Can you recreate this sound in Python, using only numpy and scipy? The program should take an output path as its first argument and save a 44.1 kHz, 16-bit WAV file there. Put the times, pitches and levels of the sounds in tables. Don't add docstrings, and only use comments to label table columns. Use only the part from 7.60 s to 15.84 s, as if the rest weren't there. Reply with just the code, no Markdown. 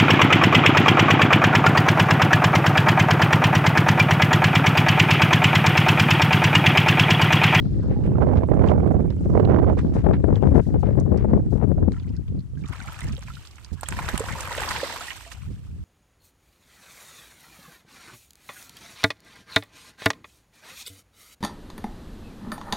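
import sys
import numpy as np
from scipy.fft import rfft, irfft, next_fast_len
from scipy.io import wavfile
from scipy.ndimage import uniform_filter1d, map_coordinates

SR = 44100
rng = np.random.default_rng(int(sys.argv[2]) if len(sys.argv) > 2 else 0)


def unload_audio(sound):
    columns = np.transpose(np.atleast_2d(sound))
    steps = np.round(np.clip(columns, -1, 1) * 32767)
    wavfile.write(sys.argv[1], SR, steps.astype(np.int16))


N = 363384

# frequency in Hz, relative density in dB.
AIR_SPECTRUM = [(60, -4.5), (300, 14.5), (800, -2), (1150, -0.5), (1350, -2), (1600, -4.5), (3000, -7),
                (6000, -8.5), (8500, -10), (10000, -12), (14300, -18)]
EDDY_SPECTRUM = [(15, -45), (25, -28.5), (40, -15.5), (62, 7.5), (90, 3), (300, -6), (1000, -11),
                 (4000, -13.5), (15000, -3.5)]
SCUFF_SPECTRUM = [(300, 1), (900, 14), (2000, 10.5), (3000, -2), (4000, -6), (6000, -8), (8500, -15.5),
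                  (10000, -18.5), (14300, -29.5)]
TWIG_SPECTRUM = [(1500, -3.5), (2800, -9.5), (3600, -2), (5200, 1.5), (6500, 1), (8500, -4), (10000, -6),
                 (14300, -7)]
SLOSH_SPECTRUM = [(130, -3), (260, -6.5), (400, -7.5), (520, -4), (750, -6), (970, 2.5), (1150, -3),
                  (1900, -1.5), (2700, -15), (4500, -39), (15000, -55)]
SPRAY_SPECTRUM = [(1200, -2.5), (2500, 4), (4000, -3), (5300, -4), (8500, -4.5), (10000, -12.5),
                  (13000, -11), (14300, -12.5)]
# frequency in Hz, left minus right in dB.
PORT_BALANCE = [(300, -4), (1000, -1.5), (2000, -5), (2900, -9), (4200, -9), (6300, -3.5), (8500, -12),
                (10500, -1.5), (13000, -4.5), (14300, 8)]
# frequency in Hz, left-right correlation.
PORT_COHERENCE = [(300, 0.81), (1000, 0.97), (2000, 0.37), (4000, 0.14), (7000, 0.11)]
# time in seconds, level in dB.
LEFT_FLOW = [(0, -22), (.6, -19), (.82, -24), (.88, -23.5), (1.1, -18.5), (1.57, -24), (1.73, -17),
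             (2.3, -20.5), (2.75, -14), (2.99, -13.5), (3.02, -23.5), (3.1, -18), (3.38, -15),
             (3.78, -17.5), (3.82, -28), (3.9, -17), (3.97, -14.5), (4.29, -15), (4.35, -29.5),
             (5.7, -39.5), (5.97, -51), (6.85, -37.5), (7.57, -55), (8.24, -32.5)]
RIGHT_FLOW = [(0, -24.5), (.57, -16), (.59, -13.5), (.8, -13), (.86, -20), (.92, -13), (1.35, -14),
              (1.6, -21.5), (1.76, -14.5), (2.1, -11), (2.2, -21), (2.63, -29), (3.67, -24.5), (4.1, -36),
              (4.29, -26.5), (5.22, -45.5), (5.87, -46), (6.41, -31.5), (7.33, -44.5), (7.77, -43.5),
              (8.24, -29.5)]
# start in seconds, hold in seconds, level in dB, port (0 left, 1 right).
WIND_PUFFS = [(1.873, 0.034, -21, 0), (2.25, 0.14, -21, 1), (2.347, 0.011, -13.5, 0),
              (2.437, 0.062, -12, 0), (2.48, .12, -20, 1), (2.632, 0.067, -20.5, 0), (2.699, 0.035, -17, 1),
              (2.826, 0.12, -16, 0), (2.838, 0.14, -21.5, 1), (2.936, 0.058, -12.5, 0),
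              (3.064, 0.014, -15.5, 0), (3.117, 0.054, -20.5, 1), (3.133, 0.032, -18, 0),
              (3.282, 0.037, -24.5, 1), (3.391, 0.023, -18.5, 1), (3.499, 0.065, -29.5, 1),
              (3.608, 0.052, -16.5, 0), (3.689, 0.18, -19.5, 1), (3.728, 0.04, -11, 0),
              (4.161, 0.078, -20.5, 1), (4.289, 0.028, -28.5, 1), (4.447, 0.14, -26.5, 0),
              (4.489, 0.059, -30, 1), (4.573, 0.036, -23.5, 0), (4.668, .13, -26, 0), (4.677, .12, -26, 1),
              (4.916, .14, -27, 1), (5.089, 0.02, -25, 0), (5.187, 0.025, -29, 0), (5.253, 0.044, -33.5, 1),
              (5.414, 0.14, -28, 0), (5.419, .13, -25.5, 1), (5.596, 0.14, -35.5, 1),
              (5.735, 0.059, -38, 0), (6.111, 0.029, -23, 1), (6.29, 0.19, -30.5, 0),
              (6.311, 0.016, -22, 1), (6.53, 0.016, -19.5, 1), (6.669, 0.07, -26.5, 0),
              (6.961, .22, -36, 0), (7.743, 0.23, -33.5, 0), (7.859, 0.07, -28, 1),
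              (8.111, 0.048, -34.5, 0)]
# start in seconds, length in seconds, level in dB, port.
CREST_FLURRIES = [(.44, 0.21, -42, 1), (0.649, 0.13, -25, 1), (0.974, 0.14, -25, 1), (1.312, 0.16, -40, 1),
                  (1.905, 0.058, -18, 1), (2.352, 0.01, -18.5, 0), (2.457, 0.07, -18, 0),
                  (2.823, 0.052, -16.5, 0), (2.945, 0.059, -15.5, 0), (3.685, 0.032, -28, 0),
                  (3.745, 0.026, -30, 0), (3.975, 0.07, -25, 0)]
# time in seconds, level in dB, port.
HARD_EDDIES = [(.584, -7.5, 1), (.669, -9, 1), (.822, -12, 1), (.834, -8.5, 1), (.888, -9.5, 1),
               (.917, -5, 1), (1.013, -8.5, 1), (1.116, -2.5, 1), (1.658, -16, 1), (1.752, -2.5, 1),
               (1.776, -1, 1), (1.798, -0.5, 1), (1.875, -10, 1), (1.972, -7, 1), (2.366, -9.5, 0),
               (2.443, -10, 0), (2.465, -4, 0), (2.489, -7, 0), (2.511, -4, 0), (2.642, -4, 0),
               (2.688, -10, 0), (2.705, -11, 0), (2.836, -9.5, 0), (2.98, -7, 0), (2.994, -14.5, 0),
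               (3.143, -10, 0), (3.231, -10, 0), (3.409, -17, 1), (3.463, -17.5, 0), (3.523, -12.5, 0),
               (3.645, -10, 0), (3.775, -9.5, 0), (4.181, -15.5, 1)]
# start in seconds, level in dB, length in seconds, low-pass corner in Hz.
COAT_SCUFFS = [(.29, -54, 0.12, 4000), (.432, -53, .045, 7000), (.752, -42.5, 0.051, 6000),
               (1.058, -40, 0.066, 9000), (1.497, -51.5, 0.042, 9000), (2.172, -40, 0.05, 12100),
               (2.33, -47.5, 0.11, 12000), (2.527, -39, 0.049, 4380), (2.749, -47, 0.045, 9000),
               (3.235, -52, 0.14, 5000), (3.563, -49, 0.084, 5000)]
TWIG_RUSTLES = [(0, -64.5, 0.56, 4850), (1.59, -68.5, 0.35, 12100), (2.21, -64.5, .14, 5000),
                (2.335, -58, 0.037, 8900), (2.85, -66, 0.052, 6400), (2.955, -59, 0.05, 10000),
                (3.01, -64, 0.14, 11700), (3.19, -63, .048, 12300), (3.9, -64, 0.088, 12000),
                (4.32, -68, .055, 10000), (4.975, -65, .05, 9050), (6.125, -53, .03, 12000),
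                (7.11, -39.5, 0.31, 4650), (7.714, -44.5, .03, 11900)]
# start in seconds, level in dB, centre in Hz.
SHARP_TICKS = [(0.777, -36, 3550), (1.086, -22, 3020), (1.503, -34.5, 3700), (1.85, -27.5, 3020),
               (2.756, -27.5, 3220), (3.399, -28, 6170), (3.574, -33.5, 5000), (4.319, -36.5, 4230),
               (4.398, -34.5, 3650), (4.565, -36, 4870), (5.083, -34.5, 7160), (5.566, -29, 3480),
               (5.736, -30.5, 3040), (5.753, -31, 3930), (5.851, -32, 4370), (5.872, -30, 4770),
               (5.911, -36, 4400), (5.957, -34.5, 6550), (6.046, -27, 4860), (6.307, -22.5, 6460),
               (6.486, -18, 3580), (6.577, -18, 3560), (6.596, -17.5, 7530), (6.807, -17.5, 6100),
               (6.926, -22.5, 4000), (7.089, -13.5, 4830)]
# start in seconds, level in dB.
COLLAR_CLINKS = [(6.21, -24.5), (6.286, -14.5), (6.577, -17.5), (6.804, -29), (6.809, -25.5), (6.952, -27),
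                 (7.092, -25)]
# centre in Hz, relative level in dB.
CLICK_BANDS = [(3700, -21.5), (8200, -8.5), (13600, -13)]
# frequency in Hz, relative level in dB, T60 in seconds.
METAL_MODES = [(7370, -38.5, 0.082), (8120, -16.5, 0.026), (8930, -24, 0.049)]
# start in seconds, pitch in Hz, level in dB, T60 in seconds.
AIR_BUBBLES = [(.36, 820, -38.5, 0.24), (0.554, 1260, -32.5, 0.02), (4.341, 1340, -43, 0.03),
               (4.364, 1310, -42, 0.05), (4.792, 4180, -48.5, 0.016), (4.805, 4160, -50, 0.013),
               (4.973, 1580, -46, 0.045), (5.038, 2290, -41.5, .04), (5.046, 1190, -42, 0.035),
               (5.127, 1430, -30.5, 0.02), (5.132, 2120, -34, .02), (5.133, 1000, -29, 0.016),
               (5.148, 1280, -34, 0.038), (5.214, 2200, -34, 0.022), (5.252, 790, -39, 0.088),
               (5.275, 2250, -35.5, 0.031), (5.286, 1300, -26.5, 0.021), (5.366, 1700, -45, .03),
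               (5.391, 1710, -36, 0.027), (5.417, 1960, -30.5, 0.032), (5.438, 2060, -35, 0.033),
               (5.473, 1750, -39, 0.044), (5.579, 530, -38, 0.062), (5.675, 2350, -37, 0.022),
               (5.702, 1300, -33.5, 0.055), (5.769, 1380, -38, 0.041), (6.259, 3180, -34.5, 0.029),
               (6.389, 980, -12.5, 0.015), (6.605, 433, -17, 0.054), (6.724, 2070, -28, 0.037),
               (6.754, 940, -26.5, 0.067), (6.909, 937, -23.5, 0.046), (6.981, 520, -18, 0.016),
               (7.018, 820, -21.5, 0.032), (7.157, 935, -22.5, 0.041), (7.231, 527, -16.5, 0.043),
               (7.34, 644, -32, 0.033), (7.408, 1290, -25.5, 0.027), (7.413, 682, -31, 0.044),
               (7.482, 1880, -28.5, 0.059), (7.664, 660, -43, 0.15)]
# start in seconds, level in dB, centre in Hz, T60 in seconds.
WET_SLAPS = [(.228, -41, 930, 0.29), (0.439, -43.5, 1570, 0.046), (0.464, -42, 1460, 0.011),
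             (4.32, -39.5, 1700, 0.012), (4.399, -53.5, 1490, 0.022), (4.68, -50, 2600, 0.029),
             (5.578, -42, 900, 0.02), (5.625, -37, 1410, .03), (5.682, -36.5, 1270, .035),
             (5.851, -45.5, 1390, 0.021), (5.982, -40.5, 1660, 0.038), (6.232, -19, 860, 0.0047),
             (6.287, -25.5, 1380, 0.015), (6.323, -24.5, 1580, 0.019), (6.389, -25.5, 1610, 0.039),
             (6.48, -24.5, 1600, 0.048), (6.488, -15.5, 1030, 0.012), (6.555, -25.5, 1240, 0.042),
             (6.639, -27, 770, 0.025), (6.577, -22.5, 1700, 0.01), (6.684, -23.5, 1370, 0.12),
             (6.874, -24, 1070, 0.027), (6.95, -20.5, 1360, 0.01), (6.977, -24.5, 2270, 0.065),
             (7.019, -23, 990, 0.013), (7.034, -23.5, 1490, 0.037), (7.077, -28.5, 1200, 0.034),
             (7.106, -20.5, 1250, 0.04), (7.162, -22.5, 2200, 0.067), (7.361, -22.5, 1290, 0.015),
             (7.505, -26, 1880, 0.072), (7.608, -36, 1280, .025), (7.717, -31, 2030, 0.032)]
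# time in seconds, level in dB.
BODY_STIR = [(0, -66), (2.9, -64.5), (4.28, -73.5), (4.36, -57.5), (4.6, -70.5), (4.93, -79), (5.03, -61),
             (5.13, -44), (5.45, -45.5), (5.62, -65.5), (6.19, -60.5), (6.34, -38.5), (6.88, -37),
             (7.04, -30.5), (7.24, -36), (7.45, -41.5), (7.6, -53), (7.76, -56.5), (7.98, -70), (8.24, -72)]
# time in seconds, level in dB.
COAT_DRIPS = [(0, -87.5), (4.9, -85.5), (5.1, -64), (5.4, -51), (5.75, -54), (6.1, -66), (7.5, -42.5),
              (7.75, -57), (8.0, -66), (8.24, -71.5)]

STIFF_WIND_DB, CALM_CORNER_HZ, EDDY_WIDTH_S = -15.5, 194, 0.00028
FULL_CHURN_DB, SHOWER_FROM_S = -40.5, 5.6


def amp(db):
    return 10 ** (np.asarray(db) / 20)


def unit(x):
    return x / np.sqrt(np.mean(x ** 2) + 1e-20)


def along(points, hz):
    freqs, values = np.transpose(points)
    return np.interp(np.log(hz + 1), np.log(freqs), values)


def curve(points):
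    return np.interp(np.arange(N) / SR, *np.transpose(points))


def wobble(rate_hz):
    knots = rng.standard_normal(20000)
    return map_coordinates(knots, [np.arange(N) * rate_hz / SR], order=2, mode="wrap")


def swell(start_s, attack_s, hold_s, t60_s):
    t = np.arange(N) / SR - start_s
    return np.clip(t / attack_s, 0, 1) * amp(-60 * np.clip((t - hold_s) / t60_s, 0, 2))


def filtered(x, response):
    n = x.shape[-1]
    size = next_fast_len(n + 4096)
    return irfft(rfft(x, size) * response(np.fft.rfftfreq(size, 1 / SR)), size)[..., :n]


def coloured(x, spectrum):
    return unit(filtered(x, lambda hz: amp(along(spectrum, hz))))


def add(track, start_s, sound):
    part = track[:, round(start_s * SR):][:, :sound.shape[-1]]
    part += sound[..., :part.shape[1]]


def stereo_noise(size):
    def mid_side_gains(hz):
        angle = np.arccos(np.clip(along(PORT_COHERENCE, hz), -1, 1)) / 2
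        return np.array([np.cos(angle), np.sin(angle)])
    mid, side = filtered(rng.standard_normal((2, size)), mid_side_gains)
    return np.array([mid + side, mid - side])


def port_colour_db(hz):
    return np.array([[.5], [-.5]]) * along(PORT_BALANCE, hz)


def burst(peak_db, centre_hz, t60_s, octaves, attack_s):
    t = np.arange(4096) / SR
    band = lambda hz: 1 / (1 + (np.log2((hz + 1) / centre_hz) / octaves) ** 4)
    envelope = amp(-60 * t / t60_s) * (1 - np.exp(-(t / attack_s) ** 2))
    splat = filtered(stereo_noise(4096), band) * envelope
    return amp(peak_db) * splat / np.abs(splat.mean(0)).max()


def ring(t, hz, t60_s, rise):
    phase = 2 * np.pi * hz * t * (1 + rise * t / t60_s / 2)
    return np.sin(phase) * amp(-60 * t / t60_s) * (1 - np.exp(-2 * hz * t))


def open_air(level_db=-63, colour_share=.3):
    hush = coloured(stereo_noise(N), AIR_SPECTRUM)
    return filtered(hush, lambda hz: amp(level_db + colour_share * port_colour_db(hz)))


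def airflow_db(flow, port, flutter_db):
    power = amp(curve(flow) + flutter_db * wobble(22.066)) ** 2
    for start_s, hold_s, db, side in WIND_PUFFS:
        if round(side) == port:
            power += (amp(db) * swell(start_s, attack_s=0.0078, hold_s=hold_s, t60_s=0.12)) ** 2
    return 10 * np.log10(power)


def buffet(level_db, shift_hz, exponent, ceiling, order, lump_db, jitter_octaves, trim_db):
    force = amp(level_db - STIFF_WIND_DB)
    lumps = np.minimum(force, 1) ** 0.09 * np.clip(wobble(110), -2, 2)
    jitter = lumps + 1.19 * np.clip(wobble(240), -2, 2)
    corner_hz = CALM_CORNER_HZ * force ** 0.25 + shift_hz * np.minimum(force ** exponent, ceiling)
    corner_hz = (corner_hz * 2 ** (jitter_octaves * jitter))[::16]
    centres_hz = 20 * 2 ** (np.arange(19) / 2)
    rolloff = np.sqrt(1 + (centres_hz[:, None] / corner_hz) ** (2 * order))
    gains = amp(along(EDDY_SPECTRUM, centres_hz))[:, None] / rolloff
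    gains /= np.sqrt(centres_hz @ gains ** 2)
    size = next_fast_len(N)
    white = rfft(rng.standard_normal(N), size)
    hz = np.fft.rfftfreq(size, 1 / SR)
    roar = np.zeros(N)
    for share, gain in zip(np.eye(len(centres_hz)), gains):
        band = irfft(white * np.interp(hz, centres_hz, share, left=0, right=0), size)[:N]
        roar += band * np.interp(np.arange(N), np.arange(N)[::16], gain)
    running_rms = np.sqrt(np.abs(uniform_filter1d(roar ** 2, size=2600)) + 1e-20)
    return amp(level_db + trim_db) * unit(roar / running_rms * amp(lump_db * lumps))


def eddy(t, width_s, rounding=0.71, suction=0.42):
    u = t / width_s
    return np.exp(rounding - np.hypot(u, rounding)) - suction * np.exp(-((u - 3.5) / 2.4) ** 2)


def flurries(eddies_per_s=260):
    level, t = np.zeros((2, N)), np.arange(N) / SR
    for start_s, length_s, db, port in CREST_FLURRIES:
        progress = np.clip((t - start_s) / length_s, 0, 1)
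        level[round(port)] += amp(db) * (4 * progress * (1 - progress)) ** .25
    count = eddies_per_s * N // SR
    when, width, strength, sign = rng.random((count, 4)).T[:, :, None]
    starts = ((np.arange(count)[:, None] + 2 * when) * SR / eddies_per_s).astype(int)
    cusps = eddy((np.arange(512) - 160) / SR, EDDY_WIDTH_S * 2 ** (1.5 * width - .6))
    cusps *= np.sign(sign - .5) * amp(6.7 * strength)
    train = np.bincount((starts + np.arange(512)).ravel(), cusps.ravel(), N)[:N]
    clumps = amp(4 * np.clip(wobble(55), -2, 1))
    return level * unit(train * clumps)


def eddy_hits(lead_s=.004):
    track = np.zeros((2, N))
    cusp = eddy(np.arange(SR // 50) / SR - lead_s, EDDY_WIDTH_S)
    for time_s, db, port in HARD_EDDIES:
        side = np.eye(2)[round(port)]
        wake = burst(db - 5, centre_hz=465, t60_s=0.037, octaves=0.71, attack_s=0.00068).mean(0)
        add(track, time_s - lead_s, np.outer(side, amp(db) * cusp))
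        add(track, time_s, np.outer(side, wake))
    return track


def wind():
    left = buffet(airflow_db(LEFT_FLOW, port=0, flutter_db=0.95), shift_hz=142, exponent=0.93,
                  ceiling=1.27, order=3.38, lump_db=2.5, jitter_octaves=0.21, trim_db=-0.1)
    right = buffet(airflow_db(RIGHT_FLOW, port=1, flutter_db=0.5), shift_hz=220, exponent=1.2,
                   ceiling=1.57, order=3.1, lump_db=1.87, jitter_octaves=0.22, trim_db=-0.5)
    pressure = np.array([left, right]) + flurries() + eddy_hits()
    fast_pressure = filtered(pressure, lambda hz: 1 / (1 + (200 / (hz + 1)) ** 4))
    peaks = np.tanh(fast_pressure ** 2 / 0.51)
    tear_spectrum = [(300, -12.5), (1000, 19.5), (1900, -20.5), (3100, -20), (5000, -32), (12000, -54)]
    tearing = coloured(rng.standard_normal((2, N)), tear_spectrum)
    return pressure + amp(-18.5) * peaks * tearing


def swishes(strokes, spectrum, grit_db, attack_s=0.0056):
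    track = np.zeros((2, N))
    grit = unit(coloured(stereo_noise(N), spectrum) * amp(grit_db * wobble(220)))
    for start_s, db, length_s, top_hz in strokes:
        noise = grit[:, round(start_s * SR):][:, :round(length_s * SR)]
        t = np.arange(noise.shape[1]) / SR
        envelope = np.clip(t / attack_s, 0, 1) * np.clip(2 * (1 - t / length_s), 0, 1)
        dulled = filtered(noise, lambda hz: 1 / np.sqrt(1 + (hz / top_hz) ** 10))
        add(track, start_s, amp(db) * envelope * unit(dulled))
    return track


def ticks():
    track = np.zeros((2, N))
    for start_s, db, hz in SHARP_TICKS:
        add(track, start_s, burst(db - 10.5, hz, t60_s=0.012, octaves=0.62, attack_s=0.00056))
        add(track, start_s, burst(db - 16, hz, t60_s=0.035, octaves=0.2, attack_s=0.00062))
    return track


def collar():
    track, t = np.zeros((2, N)), np.arange(SR // 5) / SR
    for start_s, db in COLLAR_CLINKS:
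        for hz, band_db in CLICK_BANDS:
            add(track, start_s, burst(db + band_db, hz, t60_s=.012, octaves=0.27, attack_s=0.0008))
        for hz, mode_db, t60_s in METAL_MODES:
            add(track, start_s, amp(db + mode_db + rng.normal(0, 2.2)) * ring(t, hz, t60_s, rise=0))
    return track


def plops():
    track, t = np.zeros((2, N)), np.arange(SR // 5) / SR
    for start_s, hz, db, t60_s in AIR_BUBBLES:
        add(track, start_s, amp(db) * ring(t, hz, t60_s, rise=0.2))
        add(track, start_s, burst(db - 10.5, hz, t60_s=0.043, octaves=0.47, attack_s=0.0017))
    return track


def slaps():
    track = np.zeros((2, N))
    for start_s, db, hz, t60_s in WET_SLAPS:
        squelch = burst(db, hz, t60_s, octaves=0.69, attack_s=0.00027)
        spatter = burst(db - 14.5, centre_hz=5500, t60_s=0.023, octaves=0.98, attack_s=0.00034)
        add(track, start_s, squelch + spatter)
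    return track


def bubble_cloud(count, samples, low_hz, high_hz, cycles, spread_db, rise):
    when, pitch, life, strength, place, pan = rng.random((count, 6)).T[:, :, None]
    hz = low_hz * (high_hz / low_hz) ** pitch
    t60_s = cycles * 2 ** (2 * life - 1) / hz
    gain = amp(-spread_db * np.log(1 - .98 * strength)) * hz / low_hz
    index = (when * N).astype(int) + np.arange(samples)
    ports = []
    for side in (-1, 1):
        delay_s = .0002 - side * 0.00022 * (.35 - place)
        t = np.maximum(np.arange(samples) / SR - delay_s, 0)
        waves = gain * amp(side * 2 * (pan - 1.5)) * ring(t, hz, t60_s, rise)
        ports.append(np.bincount(index.ravel(), waves.ravel(), N + samples)[:N])
    return unit(np.array(ports))


def spray(stir_db, churn, surge):
    showering = np.clip((np.arange(N) / SR - SHOWER_FROM_S) * 10, 0, 1)
    shower = np.maximum(churn, 0.88 * showering)
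    fine = bubble_cloud(16000, samples=200, low_hz=2500, high_hz=14000, cycles=16, spread_db=1.6, rise=.1)
    drips = bubble_cloud(1700, samples=400, low_hz=2600, high_hz=12000, cycles=16, spread_db=2.9,
                         rise=.11)
    drops = shower * coloured(fine + amp(-2) * stereo_noise(N), SPRAY_SPECTRUM)
    drops += (1 - shower) * coloured(drips + .5 * stereo_noise(N), SPRAY_SPECTRUM)
    thrown_db = FULL_CHURN_DB - 7 + 0.96 * (stir_db - FULL_CHURN_DB)
    level = amp(thrown_db) + amp(curve(COAT_DRIPS))
    return level * unit(drops * amp((2.3 - .6 * shower) * surge))


def slosh(stir_db, churn, surge):
    big = bubble_cloud(7000, samples=700, low_hz=260, high_hz=3400, cycles=14, spread_db=1.8, rise=.15)
    small = bubble_cloud(2600, samples=900, low_hz=600, high_hz=3300, cycles=26, spread_db=2.3, rise=.15)
    churning = coloured(big + amp(-2) * stereo_noise(N), SLOSH_SPECTRUM)
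    trickle_spectrum = [(350, -25.5), (650, -7), (1350, -1.5), (2200, -6), (3200, -13), (7000, -11.5),
                        (15000, -58.5)]
    trickle = coloured(small + amp(-1) * stereo_noise(N), trickle_spectrum)
    blend = churn * churning + amp(3) * (1 - churn) * trickle
    return amp(stir_db) * unit(amp(1.6 * surge)) * blend


def stirred_water():
    power = amp(curve(BODY_STIR)) ** 2
    for start_s, db, _, _ in WET_SLAPS:
        power += (amp(db - 9.5) * swell(start_s, attack_s=0.0051, hold_s=0, t60_s=0.06)) ** 2
    stir_db = 10 * np.log10(power)
    churn = np.clip((stir_db + 48.5) / 9, 0, 1)
    surge = np.clip(wobble(70), -1.6, 1.6)
    return slosh(stir_db, churn, surge) + spray(stir_db, churn, surge)


def scene():
    scuffs = swishes(COAT_SCUFFS, SCUFF_SPECTRUM, grit_db=4.0)
    rustles = swishes(TWIG_RUSTLES, TWIG_SPECTRUM, grit_db=1.5)
    dog = scuffs + rustles + stirred_water() + plops() + slaps() + ticks() + collar()
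    return filtered(dog, lambda hz: amp(port_colour_db(hz))) + open_air() + wind()


def record(dry, low_cut_hz=19, ceiling=.92, top_hz=14700):
    trimmed = filtered(dry, lambda hz: 1 / np.sqrt(1 + (low_cut_hz / (hz + 1)) ** 6))
    rounded = trimmed / (1 + np.abs(trimmed / ceiling) ** 6) ** (1 / 6)
    return filtered(rounded, lambda hz: np.clip((top_hz - hz) / 900 + .5, 0, 1))


dry = scene()
out = record(dry)
unload_audio(out)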